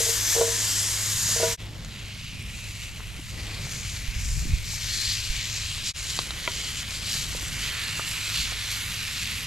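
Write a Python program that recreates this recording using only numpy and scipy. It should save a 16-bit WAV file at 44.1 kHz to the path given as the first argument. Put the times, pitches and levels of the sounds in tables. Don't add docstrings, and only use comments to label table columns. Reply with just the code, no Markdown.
import sys
import numpy as np
from scipy import signal
from scipy.fft import rfft, irfft, next_fast_len
from scipy.io import wavfile
from scipy.ndimage import uniform_filter1d

SR = 44100
rng = np.random.default_rng(int(sys.argv[2]) if len(sys.argv) > 2 else 0)


def master_out(mix):
    frames = np.transpose(np.atleast_2d(mix))
    ceiling = np.clip(frames, -1, 1)
    pcm = np.round(ceiling * 32767).astype(np.int16)
    wavfile.write(sys.argv[1], SR, pcm)


N = 417186
T = np.arange(N) / SR
HZ = np.maximum(np.fft.rfftfreq(next_fast_len(N, True), 1 / SR), 1)

# time in seconds, level in dB, tilt about PIVOT_HZ in dB per octave.
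BUTTER_LEVELS = [(0.0, -26, -0.751), (1.55, -27.5, -0.95)]
CHICKEN_LEVELS = [(1.805, -48, -1.6), (1.942, -45.5, -0.9), (3.247, -43.5, 0.22), (3.539, -40.0, -0.61),
                  (4.624, -41.5, 0.34), (4.888, -40.5, -1.5), (6.391, -38.5, -0.96), (7.422, -36, -0.084),
                  (7.721, -33.5, -1.15), (9.46, -34, 0.381)]
BUBBLE_EDGES_HZ = [900, 2000, 2800, 3800, 5200, 8200, 15500]
# frequency in Hz, relative density in dB.
BUTTER_SPECTRUM = [(900.0, -11), (1300.0, -12), (1700.0, -6), (2200.0, -6.5), (2600.0, -8.5), (3200.0, -5),
                   (4500.0, -3), (6500.0, 2), (7700.0, 1.7), (8300.0, -4.5), (10000.0, -7.5), (12200.0, -7),
                   (13500.0, -14.5), (15500.0, -25)]
CHICKEN_SPECTRUM = [(900.0, -12), (1400.0, -7), (2000.0, -1.46), (2900.0, -0.26), (3600.0, -3),
                    (4400.0, -2), (5300.0, -6.5), (7500.0, -5.5), (8400.0, -11.5), (10500.0, -12.5),
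                    (12100.0, -13.5), (13500.0, -19), (15500.0, -40)]
AIR_SPECTRUM = [(15, -11), (30, -6), (52, 1), (70, -4.5), (100, -7), (160, -16.5), (300, -43), (700, -55)]
ROAR_SPECTRUM = [(50, -23), (90, 0.5), (125, 1), (170, -3), (240, -10), (400, -31.5), (900, -58)]
FLUTTER_SPECTRUM = [(150, -23), (280, 3.5), (400, 1), (600, 0), (800, -3), (1100, -4.5), (2500, -33)]
# centre in seconds, half length in seconds, peak in dB,
# centre in Hz, spread in octaves.
SIZZLE_FLARES = [(0.087, 0.12, -28.5, 6300.0, 1.3), (0.324, 0.0469, -25.5, 5900, 4),
                 (1.37, 0.12, -26.5, 2630.0, 1.7), (2.645, 0.15, -44.5, 6800.0, 1.1),
                 (2.838, 0.03, -39.5, 8000, 2.1), (3.737, 0.083, -31.5, 7400, 0.44),
                 (3.92, 0.083, -33, 7550, 0.37), (4.323, 0.13, -28.5, 7760.0, 0.36),
                 (4.725, 0.047, -29, 7100, 0.55), (5.02, 0.21, -28.5, 6600, 0.75),
                 (5.115, 0.03, -27, 5740, 0.77), (5.384, 0.056, -32, 2500, 0.56),
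                 (5.534, 0.28, -31, 5300, 0.77), (5.88, 0.031, -25.5, 5710.0, 0.57),
                 (6.13, 0.11, -30, 6100, 0.8), (6.6, 0.15, -32.5, 5870, 0.8),
                 (6.794, 0.026, -29.5, 6800, 0.43), (6.947, 0.046, -31, 7000, 0.54),
                 (7.146, 0.074, -27.5, 6900, 0.96), (7.38, 0.12, -32.5, 7900, 0.34),
                 (7.656, 0.046, -31.5, 4900, 1.1), (8.097, 0.034, -31.5, 10800.0, 0.79),
                 (8.385, 0.084, -29.5, 4600, 1.5), (8.725, 0.066, -33.5, 5800, 1.9),
                 (9.187, 0.08, -34, 5820.0, 1.2)]
# start in seconds, level in dB, upper-mode offset in dB.
BUTTER_KNOCKS = [(.004, -22, -4), (0.063, -25.5, -5), (0.089, -25.5, -10), (.351, -22, -6),
                 (.364, -18.5, -9), (0.38, -17.5, -8), (.396, -21, -10), (0.411, -10, -2), (.478, -26.5, 3),
                 (1.288, -35, 0), (1.361, -23.5, 2), (1.398, -17.5, 0.5), (1.428, -12.5, 0.5),
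                 (1.439, -25.5, 12)]
# frequency in Hz, gain in dB, T60 in seconds.
SKILLET_MODES = [(461.4, -12, 0.31), (653, -18.5, 0.27), (969, -30, 0.56), (1450, -30, 0.16)]
KNIFE_MODES = [(390, -11, 0.11), (520, -10, .05), (645, -5, 0.06), (963, -1.5, 0.065), (1410, -6, 0.065),
               (1960, 0, 0.031), (3120, 0, .034)]
# centre in seconds, half length in seconds, peak in dB.
AIR_GUSTS = [(4.417, 0.14, -25.5), (4.7, 1.83, -40), (7.4, 0.23, -39.5), (8.44, 0.12, -39)]
# start in seconds, level in dB, pitch in Hz, left minus right in dB.
AIR_BUFFETS = [(4.081, -19, 34.6, -7), (4.161, -21.5, 45, -3), (4.298, -16, 44.3, -0.5),
               (4.385, -22, 44, -10), (4.453, -31, 75, 1), (4.534, -8.5, 60.6, -5), (5.298, -18, 32.5, -5)]
# centre in seconds, half length in seconds, roar in dB, flutter in dB.
SURGES = [(.5, 0.54, -62, -48.5), (1.552, 0.3, -43.5, -52), (3.5, 0.23, -43.5, -49.5),
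          (4.497, 0.033, -34, -68), (6.417, 0.24, -58, -51.5), (7.597, 0.6, -45.5, -54)]
# centre in seconds, half length in seconds, depth in dB.
FLUTTER_LULLS = [(2.23, 0.066, 11), (3.26, 0.052, 12)]
# time in seconds, level in dB.
ENGINE_LEVELS = [(0, -38.5), (1.53, -35.5), (1.62, -41.5), (3.2, -45), (3.8, -39.5), (5.7, -38.5),
                 (6.1, -49), (9.45, -43)]
# centre in seconds, half length in seconds, pitch in Hz, width in Hz, gain.
STEAM_POCKETS = [(2.098, 0.18, 3030, 1450, 0.82), (2.64, 0.37, 2620, 470, 1.35),
                 (4.353, 1, 2300, 400, 0.73), (4.95, 0.15, 1790, 192, 1.3), (5.035, 0.17, 4050, 680, 1.3),
                 (5.55, 0.14, 4040, 320, 0.57), (6.703, 0.34, 3080, 339, 0.64),
                 (8.373, 0.04, 4070, 1200, 0.6), (8.6, 1, 3800, 750, 0.33)]
# start in seconds, body in dB, body pitch in Hz, crack in dB, crack pitch in Hz.
WOOD_POPS = [(1.8475, -43, 1580, -24.5, 6400), (3.005, -29, 1300, -41, 2300), (3.193, -30, 278, -47, 695),
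             (4.453, -29, 292, -48, 500), (6.1902, -16, 1150, -9, 4240), (6.307, -38, 1400, -14.5, 3800),
             (7.349, -31.5, 530, -34, 880), (7.427, -29, 296, -38, 1000), (7.9951, -31, 644, -17, 1270),
             (8.521, -35, 720, -25, 1320)]
# start in seconds, level in dB, pitch in Hz.
FAT_SPITS = [(2.425, -31, 9800), (2.837, -27, 3530), (3.408, -28, 4900), (5.1134, -21, 3920),
             (5.8387, -24, 4640), (7.104, -24, 3530), (8.278, -22, 4400), (8.3465, -20, 4190)]
# time in seconds, left minus right in dB.
PAN_BEARING = [(0, 0.5), (2, -2), (5.2, 0.6), (6.5, -2), (7.2, -0.5), (7.8, -3), (9.45, -2.5)]
# frequency in Hz, side over mid in dB.
STEREO_WIDTH = [(25, -32), (60, -47), (125, -28), (400, -6.5), (1000, -11), (2500, -14.5), (7000, -10),
                (10000, -8.5), (13000, -3.5)]
# frequency in Hz, left minus right in dB.
STEREO_LEAN = [(60, -5), (1000, 1), (2500, 1.5), (5000, 2), (8500, 2.5), (13000, -0.5)]
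# frequency in Hz, phase lag in radians.
LEFT_LAG = [(100, 0.14), (2800, 0.63), (7500, 0.57), (10500, 0.098)]
# centre in seconds, half length in seconds.
LEVEL_DIPS = [(1.568, 0.036), (5.932, 0.032)]

CHICKEN_START_S = LEVEL_DIPS[0][0]
PIVOT_HZ, CUTOFF_HZ = 4000, 15500


def from_db(db):
    return 10 ** (np.asarray(db) / 20)


def unit_rms(x):
    return x / np.sqrt(np.mean(x ** 2) + 1e-20)


def in_time(rows):
    times_s, *columns = np.transpose(rows)
    return [np.interp(T, times_s, column) for column in columns]


def gains(points):
    hz, db = np.transpose(points)
    return from_db(np.interp(np.log(HZ), np.log(hz), db))


def shaped(x, response):
    size = next_fast_len(N, True)
    return irfft(rfft(x, size) * response, size)[..., :N]


def drift(per_s):
    knots = rng.standard_normal(4096)
    return unit_rms(np.interp(T * per_s, np.arange(len(knots)), knots))


def bell(t, centre, half):
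    return np.exp(-((t - centre) / half) ** 2)


def swells_db(steady_db, rows):
    coarse_s = T[::64]
    power = sum(from_db(db) ** 2 * bell(coarse_s, s, half_s) for s, half_s, db in rows)
    return 10 * np.log10(from_db(steady_db) ** 2 + np.interp(T, coarse_s, power))


def ring(x, hz, t60_s):
    r, w = from_db(-60 / (t60_s * SR)), 2 * np.pi * hz / SR
    return signal.lfilter([0, np.sin(w)], [1, -2 * r * np.cos(w), r * r], x + 1e-18)


def ring_envelope(pushes, t60_s):
    height = signal.lfilter([1], [1, -from_db(-60 / (t60_s * SR))], pushes + 1e-18)
    return uniform_filter1d(height, size=SR // 200)


def bandpass(x, hz, width_hz):
    r, w = np.exp(-np.pi * width_hz / SR), 2 * np.pi * hz / SR
    return signal.lfilter(np.array([1, 0, -1]) * (1 - r * r) / 2, [1, -2 * r * np.cos(w), r * r], x)


def stereo(pair, response):
    mid, side = shaped(pair[0], response), shaped(pair[1], response * gains(STEREO_WIDTH))
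    return np.array([mid + side, mid - side]) / np.std(mid)


def balance(lean_db):
    return from_db(lean_db * np.array([[0.5], [-0.5]]))


def strikes(times_s, levels_db, scatter=0, scatter_s=1):
    out, age_s = np.zeros(N + SR), np.arange(SR // 10) / SR
    for s, db in zip(times_s, levels_db):
        blow = scatter * rng.standard_normal(len(age_s)) * np.exp(-age_s / scatter_s)
        blow[0] = 1
        at = max(round(s * SR), 0)
        out[at:at + len(blow)] += from_db(db) * blow
    return out[:N]


def bursts(per_s, spread_db):
    born = rng.random(N) < per_s / SR
    sizes = from_db(spread_db * np.minimum(rng.exponential(1, N), 4.5)) * rng.choice([-1, 1], N)
    clicks = unit_rms(born * sizes)
    return np.array([clicks, clicks * rng.standard_normal(N)])


def bubble_levels_db(curve):
    level_db, tilt_db = in_time(curve)
    levels_db = []
    for pitch_hz in np.sqrt(np.multiply(BUBBLE_EDGES_HZ[:-1], BUBBLE_EDGES_HZ[1:])):
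        flares = [(s, half_s, db - 10 / np.log(10) * (np.log2(pitch_hz / hz) / octaves) ** 2)
                  for s, half_s, db, hz, octaves in SIZZLE_FLARES]
        levels_db.append(swells_db(level_db + tilt_db * np.log2(pitch_hz / PIVOT_HZ), flares))
    return levels_db


def frying(levels_db, spectrum, per_s, spread_db, hiss, flicker_db):
    out, surge, colour = 0, drift(60), unit_rms(gains(spectrum))
    splashes = bursts(per_s / 2, spread_db)
    for level_db, low_hz, high_hz in zip(levels_db, BUBBLE_EDGES_HZ, BUBBLE_EDGES_HZ[1:]):
        grains = bursts(per_s, spread_db) + 0.5 * splashes + hiss * rng.standard_normal((2, N))
        band = colour / np.sqrt((1 + (low_hz / HZ) ** 14) * (1 + (HZ / high_hz) ** 14))
        share = np.sqrt(np.mean(band ** 2))
        out += stereo(grains, band) * share * from_db(level_db + flicker_db * (surge + drift(70)))
    return out


def bubble_clusters(x):
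    return x + sum(0.23 * drift(7) * bandpass(x, hz, 0.057 * hz) for hz in np.geomspace(1400, 12000, 20))


def sizzle():
    butter_db, chicken_db = bubble_levels_db(BUTTER_LEVELS), bubble_levels_db(CHICKEN_LEVELS)
    butter = frying(butter_db, BUTTER_SPECTRUM, per_s=9000, spread_db=1, hiss=0.89, flicker_db=0.44)
    chicken = frying(chicken_db, CHICKEN_SPECTRUM, per_s=2800, spread_db=3.3, hiss=0.7, flicker_db=0.6)
    drops = from_db(np.mean(chicken_db, axis=0) - 14) * droplets()
    chicken = singing_steam(chicken) + drops + fat_spits()
    fat = np.where(T < CHICKEN_START_S, butter, chicken)
    return bubble_clusters(fat * balance(in_time(PAN_BEARING)[0]))


def skillet():
    damped_t60_s = 0.088
    times_s, levels_db, upper_db = np.transpose(BUTTER_KNOCKS)
    low_pushes, upper_pushes = strikes(times_s, levels_db), strikes(times_s, levels_db + upper_db)
    tones = 0
    for k, (hz, db, t60_s) in enumerate(SKILLET_MODES):
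        cycles = hz * np.cumsum(1 + 0.008 * drift(60)) / SR
        pushes = upper_pushes if k else low_pushes
        envelope = ring_envelope(pushes, t60_s) + ring_envelope(pushes, damped_t60_s)
        tones += from_db(db) * envelope * np.sin(2 * np.pi * cycles)
    chatter = unit_rms(bandpass(bandpass(rng.standard_normal(N), 500, 260), 480, 400))
    chatter *= from_db(-12) * ring_envelope(low_pushes, damped_t60_s)
    return (tones + chatter) * (T < CHICKEN_START_S)


def rumble(level_db, spectrum):
    return from_db(level_db) * stereo(rng.standard_normal((2, N)), gains(spectrum))


def flames(roar_db=-47, flutter_db=-57, waver_db=2.35):
    roar = swells_db(roar_db, [(s, half_s, db) for s, half_s, db, _ in SURGES])
    flutter = swells_db(flutter_db, [(s, half_s, db) for s, half_s, _, db in SURGES])
    flutter -= sum(db * bell(T, s, half_s) for s, half_s, db in FLUTTER_LULLS)
    return rumble(roar + waver_db * drift(6.3), ROAR_SPECTRUM) + rumble(flutter, FLUTTER_SPECTRUM)


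def wind(breeze_db=-43.5):
    level_db = swells_db(breeze_db, AIR_GUSTS)
    air = rumble(level_db, AIR_SPECTRUM)
    eddies = 0.5 * from_db(level_db) * unit_rms(shaped(rng.standard_normal((2, N)), gains(AIR_SPECTRUM)))
    buffets = sum(ring(strikes([s], [db], scatter=0.012, scatter_s=0.01), hz, 4.5 / hz) * balance(lean_db)
                  for s, db, hz, lean_db in AIR_BUFFETS)
    return air + eddies + signal.sosfilt(signal.butter(2, 170, fs=SR, output="sos"), buffets)


def engine(hz=103.5):
    cycles = np.cumsum(hz * (1 + 0.013 * drift(5))) / SR
    return from_db(in_time(ENGINE_LEVELS)[0] + 0.48 * drift(18)) * np.sin(2 * np.pi * cycles)


def embers(per_s=4.4, level_db=-39.5, spread_db=7):
    when, strength, pitch = rng.random((int(per_s * N / SR), 3)).T
    times_s, levels_db = when * N / SR, level_db + spread_db * (2 * strength - 1)
    pitches_hz, out = np.geomspace(600, 2400, 6), 0
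    for k, hz in enumerate(pitches_hz):
        chosen = (pitch * len(pitches_hz)).astype(int) == k
        ticks = strikes(times_s[chosen], levels_db[chosen], scatter=0.043, scatter_s=0.004)
        out += ring(ticks, hz, 6 / hz)
    return out


def droplets():
    drops, pitches_hz = bursts(per_s=120, spread_db=1)[0], np.geomspace(1900, 7500, 20)
    choice = rng.integers(0, len(pitches_hz), N)
    return unit_rms(sum(ring(drops * (choice == k), hz, 15 / hz) for k, hz in enumerate(pitches_hz)))


def firewood():
    pops = 0
    for s, body_db, body_hz, crack_db, crack_hz in WOOD_POPS:
        knock = strikes([s], [body_db], scatter=0.028, scatter_s=0.0063)
        crack = strikes([s], [crack_db], scatter=0.19, scatter_s=0.0033)
        snap = from_db(5) * bandpass(crack, crack_hz, crack_hz)
        pops += ring(knock, body_hz, 7.6 / body_hz) + ring(crack, crack_hz, 6 / crack_hz) + snap
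    return signal.sosfilt(signal.butter(2, [250, 8000], "band", fs=SR, output="sos"), pops)


def singing_steam(x):
    return x + sum(gain * bell(T, s, half_s) * bandpass(x, hz, width_hz)
                   for s, half_s, hz, width_hz, gain in STEAM_POCKETS)


def fat_spits():
    return sum(ring(strikes([s], [db], scatter=0.043, scatter_s=0.0016), hz, 15 / hz)
               for s, db, hz in FAT_SPITS)


def knife(start_s=6.4767, crack_db=-7.5, ring_db=-23):
    blow = strikes([start_s], [0], scatter=0.012, scatter_s=0.004)
    crack = from_db(crack_db) * ring(blow, hz=2300, t60_s=0.0047)
    return crack + sum((-1) ** k * from_db(ring_db + db) * ring(blow, hz, t60_s)
                       for k, (hz, db, t60_s) in enumerate(KNIFE_MODES))


def scene():
    near = sizzle() + skillet() + firewood() + embers() + knife()
    lean = np.sqrt(gains(STEREO_LEAN))
    lag = np.exp(-1j * np.interp(HZ, *np.transpose(LEFT_LAG)))
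    return shaped(near, np.array([lean * lag, 1 / lean])) + flames() + wind() + engine()


def record(dry):
    dips = np.prod([np.clip(np.abs(T - s) / half_s, 0.03, 1) ** 1.61 for s, half_s in LEVEL_DIPS], axis=0)
    return signal.sosfilt(signal.ellip(10, 0.1, 80, CUTOFF_HZ, fs=SR, output="sos"), dry * dips)


dry = scene()
out = record(dry)
master_out(out)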